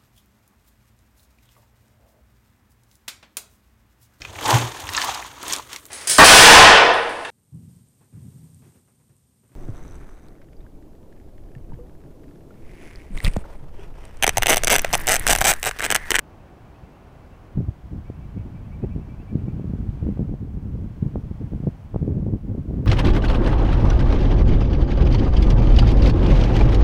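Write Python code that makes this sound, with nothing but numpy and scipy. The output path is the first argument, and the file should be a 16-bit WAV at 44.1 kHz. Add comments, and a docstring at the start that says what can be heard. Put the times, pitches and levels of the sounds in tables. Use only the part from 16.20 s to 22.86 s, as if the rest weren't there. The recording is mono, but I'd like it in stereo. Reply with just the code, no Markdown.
"""Open ground in the wind, heard through the two ports of a camera microphone.
A soft outdoor wash and the hiss of the capsules lie under a far bird, trilling low notes among quick
rising ones. Right at the microphone each port has its own turbulence, brighter as the flow quickens.
The left port is sheltered; the right faces the wind, takes the puffs and is thumped by single eddies."""
import sys
import numpy as np
from scipy import signal
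from scipy.fft import rfft, irfft, next_fast_len
from scipy.io import wavfile
from scipy.ndimage import uniform_filter1d

SR = 44100
rng = np.random.default_rng(int(sys.argv[2]) if len(sys.argv) > 2 else 0)


def to_wav(sig):
    """Store sig (one row per channel, or 1-D mono) as 16-bit WAV at the path in sys.argv[1].

    Samples outside -1..1 are clipped; the rate is SR.
    """
    pcm = np.clip(np.atleast_2d(sig), -1, 1) * 32767
    pcm = np.round(pcm).astype(np.int16)
    wavfile.write(sys.argv[1], SR, pcm.T)  # frames by channels


N = 293706


def undb(db):
    """Decibels to gain."""
    return 10 ** (np.asarray(db) / 20)


def curve(rows):
    """Rows of (seconds, value) joined by straight lines."""
    return np.interp(np.arange(N) / SR, *np.transpose(rows))


def at_pitch(rows, hz):
    """Read rows of (Hz, dB) on a log-frequency axis."""
    row_hz, db = np.transpose(rows)
    return np.interp(np.log(np.maximum(hz, 1)), np.log(row_hz), db)


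def noise(gain_at):
    """Noise of rms 1 whose spectrum follows a function of frequency."""
    size = next_fast_len(N, True)
    hz = np.arange(size // 2 + 1) * SR / size
    shaped = irfft(rfft(rng.standard_normal(size)) * gain_at(hz), size)[:N]
    return shaped / np.sqrt(np.mean(shaped ** 2))


def band(hz):
    """Half an octave of noise around hz."""
    return noise(lambda f: np.cos(np.pi / 2 * np.clip(2 * np.log2((f + 1) / hz), -1, 1)))


def wander(rate):
    """A smooth random curve of rms 1 that changes about rate times a second."""
    return noise(lambda f: np.exp(-(f / rate) ** 2))


def running_rms(x, seconds):
    """The local strength of a signal, averaged twice over the given time."""
    size = int(seconds * SR)
    return np.sqrt(uniform_filter1d(uniform_filter1d(x ** 2, size), size) + 1e-12)


# The microphone's own noise floor. Each row: frequency in Hz, relative spectral density in dB.
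HISS_SPECTRUM = [(1000, 4.5), (3000, 0), (5500, 0.3), (8000, -3.5), (11000, -5), (16000, -3)]


def capsule_hiss(left_db=-67, right_db=-70):
    """Each capsule hisses steadily on its own."""
    return np.array([undb(db) * noise(lambda f: undb(at_pitch(HISS_SPECTRUM, f)))
                     for db in (left_db, right_db)])


# The open land, far off. Each row: frequency in Hz, relative spectral density in dB.
WASH_SPECTRUM = [(60, 5), (150, -1), (300, -1.5), (480, -6.5), (680, -5), (850, -7), (1350, -13.5),
                 (2000, -18.5), (2700, -22), (3700, -29), (5500, -33.5), (8000, -38.5), (12000, -42)]
# Its drift at the microphone. Each row: time in seconds, level in dB, tilt about 500 Hz in dB per octave.
WASH_DRIFT = [(0, -48.5, -1.24), (.8, -48.5, -0.7), (1.3, -48.5, -1), (1.5, -51.5, -.1),
              (2.6, -49.5, -0.56), (3.95, -50.5, 0.14), (4.25, -52, -1), (4.85, -52, 0.25), (5.55, -51, 0),
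              (6.2, -54, -0.5), (6.66, -51.5, 0.1)]
# Its width across the two ports. Each row: frequency in Hz, side minus mid in dB.
WASH_WIDTH = [(100, -17.5), (400, -12), (800, -7), (1400, -4), (2500, 0.5), (4500, 1)]


def far_wash():
    """Distant air and vegetation: alike at both ports in the bass, unrelated in the treble."""
    level_db, tilt_db = (curve(np.array(WASH_DRIFT)[:, [0, k]]) for k in (1, 2))
    centres_hz = 60 * 2 ** (np.arange(16) / 2)
    weights = np.sqrt(centres_hz) * undb(at_pitch(WASH_SPECTRUM, centres_hz))
    out = 0
    for hz, weight in zip(centres_hz, weights / np.linalg.norm(weights)):
        mid = band(hz)
        side = band(hz) * undb(at_pitch(WASH_WIDTH, hz))
        db = level_db + tilt_db * np.log2(hz / 500)
        out = out + weight * undb(db) * np.array([mid + side, mid - side])
    return out


# One bird, far from the microphone, in bouts. Each row: start and end in seconds, first period in
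# seconds, pitch factor, base level of the low note in dB, base level of the rising notes in dB.
TRILL_BOUTS = [(-.075, 1.155, .166, 1.01, -68, -66.5), (1.844, 3.4, .160, 1.005, -57, -64)]
# One period of its trill, low note first. Each row: start as a share of the period, typical length in
# seconds, start and end pitch in Hz before the pitch factor, level offset in dB.
TRILL_MOTIF = [(0, .06, 2270, 2380, -3), (.03, .042, 2530, 2700, -2), (.55, 0.041, 2510, 2730, -.5)]


def trill_notes(slowing_s=0.0052, edge_db=-2.5, swell_db=3):
    """The motif repeats, slowing; a bout grows, softer at its ends, and no two notes are quite alike."""
    for start, end, period, pitch, low_db, rising_db in TRILL_BOUTS:
        period_start, voices_db = start, (low_db, rising_db, rising_db)
        while period_start < end:
            from_middle = (period_start - start) / (end - start) - 0.5
            arch_db = edge_db * (2 * from_middle) ** 2 + swell_db * from_middle
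            for (share, length, start_hz, end_hz, db), voice_db in zip(TRILL_MOTIF, voices_db):
                sharper, louder, longer = rng.standard_normal(3)
                onset = period_start + share * period
                tuning = pitch * (1 + 0.01 * sharper)
                note_db = voice_db + arch_db + db + 2 * louder
                if onset > 0:
                    yield onset, length * np.exp(0.2 * longer), start_hz * tuning, end_hz * tuning, note_db
            period_start += period
            period += slowing_s


def distant_bird(trim_db=-2.2, scatter_db=-3, scatter_s=0.1, waver=0.0092):
    """Near-pure notes that bend upwards; ground and reeds scatter a short tail to each port."""
    song, wobble = np.zeros(N), 1 + waver * wander(60)
    t = np.arange(SR // 2) / SR
    tails = rng.standard_normal((2, len(t))) * np.exp(-t / scatter_s)
    tails /= np.linalg.norm(tails, axis=1, keepdims=True)
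    for onset, length, start_hz, end_hz, db in trill_notes():
        progress = np.linspace(0, 1, int(length * SR))
        span = slice(int(onset * SR), int(onset * SR) + len(progress))
        hz = (start_hz + (end_hz - start_hz) * progress ** 1.4) * wobble[span]
        envelope = np.sqrt(4 * progress * (1 - progress))
        tone = np.sqrt(2) * np.sin(2 * np.pi * np.cumsum(hz) / SR)
        song[span] += undb(db + trim_db) * envelope * tone
    return song + undb(scatter_db) * signal.fftconvolve(song[None], tails, axes=1)[:, :N]


def small_eddies(flow_db, per_second=22, shedding_db=-26):
    """A fresh flow sheds lesser eddies at random, their peaks close to its own level."""
    times = np.cumsum(rng.exponential(size=200)) / per_second
    chance = rng.standard_normal((len(times), 2))
    local_db = np.interp(times, np.arange(N) / SR, flow_db)
    return [(time, db + 1 + 1.5 * stronger, 0.98 * np.exp(0.1 * wider))
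            for time, db, (stronger, wider) in zip(times, local_db, chance)
            if db > shedding_db and time < N / SR]


# Strong eddies, right on the exposed port. Each row: time in seconds, peak in dB, half width in ms.
STRONG_EDDIES = [(1.405, -8.5, 1), (1.489, -11, 2.9), (1.901, -15.5, 0.66), (2.762, -10, 1.16),
                 (3.155, -2.5, 1.17), (3.283, -12, 0.96), (3.397, -15.5, 0.71), (3.444, -13, 0.97),
                 (3.69, -7, 2.74), (3.827, -16.5, 0.73), (3.868, -14.5, 0.64), (3.890, -5.5, 0.97),
                 (3.974, -18.5, .55), (3.994, -7.5, 0.84), (4.006, -12, 0.84), (4.14, -15, 0.72),
                 (4.828, -8, 1.3), (4.863, -10, 1.8), (4.958, -8, 0.52), (5.113, -13, 1.13),
                 (5.335, -11, 0.87), (5.403, -12, 1.25), (5.437, -12, 1), (5.472, -4, 0.77), (5.478, -9, 1),
                 (5.745, -11.5, 0.5), (5.761, -6.5, 0.53), (5.828, -8.5, 0.91), (5.879, -4.5, 0.91),
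                 (6.066, -10.5, 0.79), (6.088, -17.5, 0.61), (6.137, -10, .75), (6.35, -15.5, 0.75),
                 (6.51, -13, 0.75), (6.591, -18, 0.69)]


def eddy_thumps(flow_db, port_hz=115, port_q=0.87, skirt=1.6):
    """A vortex core sucks briefly at the port; the bass roll-off makes the dip a thump with a rebound."""
    out, t = np.zeros(N), np.arange(-SR // 25, SR // 25) / SR
    omega = 2 * np.pi * port_hz
    roll_off = signal.bilinear([1, 0, 0], [1, omega / port_q, omega ** 2], SR)
    for time, peak_db, half_ms in STRONG_EDDIES + small_eddies(flow_db):
        across = t / (half_ms / 1000)
        # skirt sets how fast the suction dies away from the core
        pressure_dip = -np.hanning(len(t)) / (1 + across ** 2 / skirt) ** skirt
        thump = signal.lfilter(*roll_off, pressure_dip)
        thump *= undb(peak_db) / np.abs(thump).max()
        start = int((time + t[0]) * SR)
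        out[start:start + len(t)] += thump[:N - start]
    return out


# The rumble of a fresh gust at a port. Each row: frequency in Hz, relative spectral density in dB.
GUST_SPECTRUM = [(12, -19), (25, -7.5), (45, 0.1), (70, 2.5), (110, 0.5), (170, -2.5), (250, -9.5),
                 (350, -19), (500, -30), (750, -42.5), (1200, -59), (2500, -65.5)]


def turbulence(flow_db, brighten, flutter_db, pitch_factor, fresh_gust_db=-20):
    """Half-octave bands of eddies: quicker flow moves the spectrum up, and small eddies come in bursts."""
    stretch = pitch_factor * undb(brighten * (flow_db - fresh_gust_db))
    bursts, rumble = wander(50), 0
    for hz in 16 * 2 ** (np.arange(15) / 2):
        burst_db = flutter_db * min(hz / 300, 1) * bursts
        band_db = at_pitch(GUST_SPECTRUM, hz / stretch) + burst_db
        rumble = rumble + band(hz) * np.sqrt(hz) * undb(band_db)
    # the flow sets the overall strength, the eddies only share it out
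    return rumble / running_rms(rumble, seconds=0.11) * undb(flow_db)


# The breeze on the lee side of the microphone. Each row: time in seconds, base level in dB.
LEFT_BREEZE = [(0, -51), (1.35, -44.5), (1.46, -36.5), (1.55, -45), (1.67, -35.5), (2.42, -38), (2.64, -28),
               (2.95, -35), (3.3, -30.5), (4.0, -37), (4.35, -30.5), (4.95, -33), (5.25, -39.5), (5.7, -42),
               (6.02, -25.5), (6.2, -42.5), (6.45, -43), (6.66, -25.5)]


def sheltered_port(surge_db=3.5, trim_db=0.9):
    """An unsteady flow surges and flutters over the left port."""
    flow_db = curve(LEFT_BREEZE) + surge_db * wander(18)
    return undb(trim_db) * turbulence(flow_db, brighten=0.22, flutter_db=8.5, pitch_factor=1.05)


# The breeze on the windward side of the microphone. Each row: time in seconds, base level in dB.
RIGHT_BREEZE = [(0, -49.5), (1.3, -43.5), (1.6, -40), (1.86, -34.5), (2.0, -30), (2.7, -28.5),
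                (3.03, -30.5), (3.7, -25), (4.25, -30.5), (4.75, -28), (5.05, -26.5), (5.55, -34),
                (5.72, -32.5), (6.66, -23)]
# Puffs straight into that port. Each row: start and hold in seconds, level in dB, shift of the
# spectrum in octaves.
PUFFS = [(1.377, 0.032, -14, -0.41), (1.479, 0.013, -23, -0.047), (1.73, 0.054, -22.5, 0.09),
         (2.165, 0.034, -22.5, 0.082), (2.66, 0.08, -26, 0), (3.133, 0.25, -24, 0.15),
         (3.478, .13, -23, -.1), (3.825, 0.098, -18.5, -0.18), (3.956, 0.095, -20.5, 0.15),
         (4.085, 0.048, -18.5, -0.12), (4.22, 0.026, -24, 0.2), (4.364, .025, -24.5, -0.34),
         (4.453, .21, -23.5, -0.039), (4.818, 0.049, -22, 0.028), (4.959, 0.019, -20, 0.055),
         (5.213, 0.032, -20, 0), (5.325, 0.031, -19.5, 0.019), (5.434, 0.054, -21.5, 0.013),
         (5.75, 0.013, -16.5, -0.081), (5.818, 0.33, -18.5, 0.21), (6.249, 0.15, -22, 0.034),
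         (6.488, 0.2, -19.5, 0.072)]


def exposed_port(attack_s=0.016, release_s=0.02, surge_db=0.37):
    """Breeze, puffs and eddies buffet the right port; a puff swells quickly, holds and falls away."""
    t = np.arange(N) / SR
    energy, weighted_octaves = undb(curve(RIGHT_BREEZE)) ** 2, 0
    for start, hold, db, octaves in PUFFS:
        falloff = np.maximum(start - t, 0) / attack_s + np.maximum(t - start - hold, 0) / release_s
        puff_energy = (undb(db) * np.exp(-np.minimum(falloff, 20))) ** 2
        energy += puff_energy
        weighted_octaves += puff_energy * octaves
    flow_db = 10 * np.log10(energy) + surge_db * wander(18)
    pitch_factor = 2 ** (weighted_octaves / energy)
    rumble = turbulence(flow_db, brighten=0.15, flutter_db=5, pitch_factor=pitch_factor)
    return rumble + eddy_thumps(flow_db)


def scene():
    """Wind close on the two ports, over the far wash, the hiss and the bird."""
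    wind = np.array([sheltered_port(), exposed_port()])
    return wind + far_wash() + capsule_hiss() + distant_bird()


def record(dry, fade_s=0.007, top_hz=15750):
    """The sound starts and stops softly over a few milliseconds, and the camera cuts the top steeply."""
    fade = signal.windows.tukey(N, 2 * fade_s * SR / N)
    low_pass = signal.ellip(12, 0.1, 90, top_hz, fs=SR, output="sos")
    return signal.sosfilt(low_pass, dry * fade)


dry = scene()
out = record(dry)
to_wav(out)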